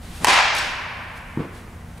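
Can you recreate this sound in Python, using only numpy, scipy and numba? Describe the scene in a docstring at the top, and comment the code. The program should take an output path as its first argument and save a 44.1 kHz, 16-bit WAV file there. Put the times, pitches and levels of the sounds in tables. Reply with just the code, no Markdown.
"""Ventilation hums in a large indoor batting hall; a batter rustles, strides and swings with a swish.
The bat cracks a ball off a tee: the impact excites brief modes, overloads the microphone and rings
round the hall as echoes and reverberation. A hollow knock follows, then the ball rattles the far net.
About a second after the crack comes a dull thud, with faint rustles before and after it."""
import sys
import numpy as np
from scipy import signal
from scipy.fft import rfft, irfft
from scipy.io import wavfile
from scipy.ndimage import uniform_filter1d
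from numba import njit

SR = 44100
rng = np.random.default_rng(int(sys.argv[2]) if len(sys.argv) > 2 else 0)


def wav_record(signal):
    """Record a signal, one row per channel, as 16-bit PCM in the file named by sys.argv[1]."""
    frames = np.transpose(np.atleast_2d(signal))
    bounded = np.clip(frames, -1, 1)
    # unit amplitude maps onto the largest positive 16-bit level
    quanta = np.round(bounded * 32767).astype(np.int16)
    wavfile.write(sys.argv[1], SR, quanta)


N = 88200
HIT_S = 0.2456  # bat meets ball


def amp(db):
    """Decibels as an amplitude ratio."""
    return 10 ** (np.asarray(db) / 20)


def panned(level_db, pan_db):
    """Level-difference panning: left and right gains, the left pan_db above the right."""
    return amp(level_db + np.array([[pan_db], [-pan_db]]) / 2)


def since(start_s):
    """Seconds since a moment, zero before it."""
    return np.maximum(np.arange(N) / SR - start_s, 0)


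def curve_at(points, hz):
    """Interpolation of a table along a log-frequency axis."""
    freqs, values = np.array(points).T
    return np.interp(np.log(hz + 1e-3), np.log(freqs), values)


def noise(spectrum, width_db=0):
    """Spectrally shaped stereo noise: a mid of unit RMS, and an independent side that gives width."""
    # side level relative to mid in the hall: freq_hz, side_db
    width = [(60, -52), (200, -21.5), (400, -12), (800, -8.5), (2400, -7.5), (5500, -6.5), (8500, -1.5)]
    hz = np.fft.rfftfreq(N, 1 / SR)
    mid_bins, side_bins = rfft(rng.standard_normal((2, N))) * amp(curve_at(spectrum, hz))
    mid = irfft(mid_bins, N)
    side = irfft(side_bins * amp(curve_at(width, hz) + width_db), N)
    return np.array([mid + side, mid - side]) / mid.std()


def fade(start_s, t60_s, build_s=1e-4):
    """Exponential build-up times exponential decay, which loses 60 dB in t60_s."""
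    t = since(start_s)
    return (1 - np.exp(-t / build_s)) * np.exp(-np.log(1000) * t / t60_s)


def swell(peak_s, rise_s, fall_s):
    """A Gaussian envelope with separate rise and fall."""
    t = np.arange(N) / SR - peak_s
    return np.exp(-(t / np.where(t < 0, rise_s, fall_s)) ** 2)


def wander(rate_hz):
    """Random fluctuation: straight ramps between Gaussian values, with a spread near 1."""
    step = int(SR / rate_hz)
    held = np.repeat(rng.standard_normal(N // step + 1), step)
    return uniform_filter1d(held, step)[:N]


def ring(start_s, modes):
    """Free vibration: a sum of damped sinusoids struck at one moment."""
    t = since(start_s)
    return sum(amp(db) * np.sin(2 * np.pi * hz * t) * fade(start_s, t60) for hz, db, t60 in modes)


def pulse(centre_s, width_s):
    """A pressure pulse, compression then rarefaction: the derivative of a Gaussian."""
    u = (centre_s - np.arange(N) / SR) / width_s
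    return u * np.exp((1 - u ** 2) / 2)


def butterworth(x, cutoff_hz, kind="low"):
    """A second-order filter, falling 12 dB an octave beyond its cutoff."""
    return signal.sosfilt(signal.butter(2, cutoff_hz, kind, fs=SR, output="sos"), x)


def ventilation():
    """Broadband flow noise plus fan and mains tones that waver in pitch and level."""
    # spectrum of rushing air: freq_hz, density_db
    airflow = [(15, -13), (28, 3), (45, 0.5), (70, 1), (110, -5), (200, -8.5), (350, -18), (800, -19.5),
               (2000, -25.5), (4000, -34.5), (7000, -36.5), (9800, -35), (12000, -39), (15500, -37)]
    # fan and mains tones: pitch_hz, level_db
    tones = [(60, -60.5), (88, -46), (119, -54.5), (171, -52.5), (240, -52), (479, -61), (599, -64),
             (720, -60.5)]
    drift_hz, waver_db = 1.58, 0.5
    out = noise(airflow) * amp(-40.5 + waver_db * wander(13.3))
    for hz, db in tones:
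        cycles = np.cumsum(hz + drift_hz * wander(10.58)) / SR + rng.random()
        peak = np.sqrt(2) * amp(db - waver_db * wander(10.7))
        out = out + peak * np.sin(2 * np.pi * cycles)
    return out


def batter():
    """Friction noise of clothes and shoes, a low rumble in the stride, and the bat's aerodynamic swish."""
    # rustles of clothes and of shoes on turf: peak_s, level_db, rise_s, fall_s
    moves = [(.05, -47.5, 0.039, 0.052), (.17, -41.5, 0.071, 0.074), (1.175, -46.5, 0.017, 0.019),
             (1.552, -49.5, 0.023, 0.079), (1.979, -47, 0.0053, 0.0071)]
    # spectrum of the rustles: freq_hz, density_db
    friction = [(200, -27), (800, 7.5), (3500, 5), (6000, -1.5), (10000, 1), (15000, -8)]
    # spectrum of air flowing round the bat: freq_hz, density_db
    turbulence = [(40, -6), (90, 13.5), (250, 3), (500, -3.5), (1500, -9.5), (5000, -21), (10000, -16.5),
                  (15000, -36)]
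    # spectrum of the rumble: freq_hz, density_db
    stride = [(20, -14), (45, -7), (75, -3), (130, -17), (400, -27.5), (3000, -59)]
    rustle = noise(friction) * sum(amp(db) * swell(s, rise, fall) for s, db, rise, fall in moves)
    swish = amp(-26) * noise(turbulence) * swell(HIT_S, rise_s=0.036, fall_s=0.0046)
    rumble = amp(-34) * noise(stride) * swell(0.1, rise_s=0.099, fall_s=0.099)
    return rustle + swish + rumble


def thud():
    """A soft impact, likely a ball dropping: pressure pulses, low modes and a two-slope reverberation."""
    # direct pulse and its nearest reflections: centre_s, level_db, width_s
    arrivals = [(1.3755, -14, .001), (1.3885, -30, .0008), (1.3966, -20.5, 0.0008),
                (1.4045, -18.5, 0.00054), (1.4105, -34, 0.0018)]
    # hollow resonances: pitch_hz, level_db, t60_s
    modes = [(153, -24, 0.21), (235, -34, .2), (325, -24, 0.19), (435, -32, 0.22), (560, -43, .12),
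             (900, -25, 0.03)]
    # spectrum of the thud's reverberation: freq_hz, density_db
    room = [(50, -20), (130, 2), (450, -4.5), (650, -15), (1100, -13.5), (3000, -28), (8000, -51),
            (15000, -52.5)]
    start_s, _, width_s = arrivals[0]
    pulses = sum(amp(db) * pulse(s, width) for s, db, width in arrivals)
    body = ring(start_s - 2 * width_s, modes)
    return_s = start_s + 0.0089
    fast = amp(-23) * fade(return_s, t60_s=0.25, build_s=0.017)
    slow = amp(-38.5) * fade(return_s, t60_s=1.76, build_s=0.017)
    return butterworth(pulses, 88.7, "high") + body + (fast + slow) * noise(room)


def net():
    """The ball slaps and thumps the far net; its fittings ring and reverberation smears the rattle."""
    # impacts on net and fittings: start_s, level_db, t60_s
    hits = [(0.5491, -20.5, 0.035), (.5647, -28, 0.083), (0.583, -26.5, 0.061)]
    # spectrum of those impacts: freq_hz, density_db
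    slap_spectrum = [(1000, -10), (3000, -1), (4800, 1), (6500, -4), (8000, 0), (11000, -3), (15000, -18)]
    # spectrum of the rattle's reverberation: freq_hz, density_db
    wash_spectrum = [(700, -4.5), (2500, 3.5), (5200, -3), (7000, -9), (10000, -14.5), (15000, -28)]
    # spectrum of the net's low thump: freq_hz, density_db
    thump_spectrum = [(25, -17), (70, 3), (140, -9), (300, -22), (1000, -42)]
    # resonances of the fittings: pitch_hz, level_db, t60_s
    fittings = [(5480, -34, .22), (5470, -33, 0.18), (7750, -35, .2)]
    first_s, last_s = hits[0][0], hits[-1][0]
    slaps = noise(slap_spectrum) * sum(amp(db) * fade(s, t60) for s, db, t60 in hits)
    wash = amp(-19) * noise(wash_spectrum) * fade(first_s, t60_s=0.58, build_s=0.032)
    thump = amp(-38) * noise(thump_spectrum) * fade(first_s, t60_s=0.55)
    return slaps + wash + thump + ring(last_s, fittings)


def knock():
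    """Damped resonance just after the hit, likely from the tee."""
    # modes of the hollow knock: pitch_hz, level_db, t60_s
    modes = [(374, -23, 0.18), (448, -28, 0.155), (683, -20, 0.087)]
    return ring(0.2835, modes)


def diffuse_tail(start_s):
    """Frequency-dependent absorption: each band of the diffuse field decays, the treble fastest."""
    # spectrum of the diffuse field: freq_hz, density_db
    spectrum = [(120, -25), (300, -13.5), (520, -8.5), (760, -3), (1020, 2.5), (1280, -2), (1600, 2.5),
                (2400, 3), (3300, -2), (5200, -4), (7300, -14.5), (10300, -59), (15000, -49)]
    # reverberation time of the hall: freq_hz, t60_s
    decay_times = [(200, 2.4), (600, 2.82), (1200, 2.71), (2500, 2.1), (4000, 1.41), (7000, 1.16),
                   (10000, 0.55), (15000, .45)]
    hz = np.fft.rfftfreq(N, 1 / SR)
    field = rfft(noise(spectrum))
    centres_hz = np.geomspace(200, 16000, 16)
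    tail = 0
    for centre, weights in zip(centres_hz, np.eye(len(centres_hz))):
        band = irfft(field * np.interp(hz, centres_hz, weights), N)
        tail = tail + band * fade(start_s, curve_at(decay_times, centre), build_s=0.02)
    return tail


def hall():
    """Reverberation: the crack scatters off the cage, then the walls and roof, and fills the hall."""
    # spectrum of scatter from cage and walls: freq_hz, density_db
    scatter = [(120, -7), (250, -2), (380, -7.5), (520, 2), (850, 11.5), (1300, 5.5), (2400, 6.5),
               (5000, -6), (8000, -6.5), (10000, -9.5), (15000, -29)]
    # spectrum of the wave back from roof and far walls: freq_hz, density_db
    far_return = [(200, -49), (550, -3.5), (800, 7), (1300, 4), (2400, 3.5), (3300, -3), (5200, -8.5),
                  (8000, -18.5), (15000, -64)]
    # pitches that hang in the hall: pitch_hz, level_db, t60_s
    resonances = [(601, -41.5, 4.1), (760, -27, 0.94), (782, -20, 1), (910, -34, 0.93), (1026, -15.5, 0.78),
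                  (1102, -35, 1.8), (1530, -29.5, 2.5), (2317, -27, 1.94), (2346, -34, 1.7),
                  (2400, -27, 1.8), (2650, -26, 1.5)]
    start_s, resonance_build_s = HIT_S + 0.021, 0.026
    cage = amp(-15.5) * noise(scatter, width_db=-12) * fade(HIT_S, t60_s=0.15)
    walls = amp(-7) * noise(scatter) * fade(start_s, t60_s=0.47, build_s=0.029)
    tail = amp(-13.5) * diffuse_tail(start_s)
    far = panned(-8.5, pan_db=1.5) * noise(far_return) * fade(HIT_S + 0.071, t60_s=0.78, build_s=0.029)
    hanging = ring(start_s, resonances) * (1 - np.exp(-since(start_s) / resonance_build_s))
    clumps = amp(2.0 * wander(rate_hz=150))  # reflections arrive in clumps
    return clumps * (cage + walls + far) + hanging + tail


def echoes(direct):
    """Specular reflection: floor, walls and roof return copies, duller the later they come."""
    # reflection paths: delay_s, level_db, pan_db
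    paths = [(.0046, -15, -3), (0.01, -21, -2), (0.0246, -5.5, 2), (0.0275, -10, -3), (.0358, -10, 5),
             (0.0389, -3.5, 8), (0.153, -7.5, -1), (0.2236, -17, 1)]
    top_hz, halving_s = 10100, 0.12  # treble limit, and the delay that halves it
    out = 0
    for delay_s, db, pan_db in paths:
        dulled = butterworth(direct, top_hz / (1 + delay_s / halving_s))
        out = out + np.roll(dulled, int(delay_s * SR), axis=1) * panned(db, pan_db)
    return out


def crack():
    """Impulsive excitation: the brief contact gives a broadband snap and sets bat and ball ringing."""
    # modes of bat and ball: pitch_hz, level_db, t60_s
    modes = [(956, 0, 0.031), (1020, -7.5, 0.028), (1580, -5.5, 0.016), (1810, -6, 0.028),
             (3074, -7, 0.024), (4220, -11, 0.018), (4830, -16.5, 0.02), (9550, -14, 0.022)]
    # spectrum of the contact: freq_hz, density_db
    contact = [(200, -20), (800, -9), (3000, -1), (6000, -2.5), (10000, -4), (15000, -16)]
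    snap = amp(-2) * noise(contact, width_db=-2) * fade(HIT_S, t60_s=0.0075)
    return amp(-6) * ring(HIT_S, modes) + snap


def scene():
    """Superposition of all sources, a few metres from the batter."""
    direct = crack()
    return direct + echoes(direct) + knock() + hall() + net() + thud() + batter() + ventilation()


@njit
def follow(x, attack_s, release_s):
    """An envelope follower: one-pole smoothing with separate time constants for rise and fall."""
    out, level = np.empty(len(x)), 0.
    for i in range(len(x)):
        level += (x[i] - level) / (SR * (attack_s if x[i] > level else release_s))
        out[i] = level
    return out


def record(dry):
    """Gain control ducks after the crack, peaks saturate, and the treble is centred and band-limited."""
    threshold_db, slope = -11.5, 0.33
    roll_off_hz, mono_above_hz, top_hz = 13100, 6150, 15600
    level = follow(np.abs(dry).max(axis=0), attack_s=0.0039, release_s=1.0)
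    gain = np.maximum(level / amp(threshold_db), 1) ** -slope
    left, right = np.tanh(dry * gain)
    mid = butterworth((left + right) / 2, roll_off_hz)
    side_filter = signal.butter(3, mono_above_hz, fs=SR, output="sos")
    side = signal.sosfiltfilt(side_filter, (left - right) / 2)
    steep_cut = signal.ellip(10, .2, 90, top_hz, fs=SR, output="sos")
    return signal.sosfilt(steep_cut, [mid + side, mid - side])


dry = scene()
out = record(dry)
wav_record(out)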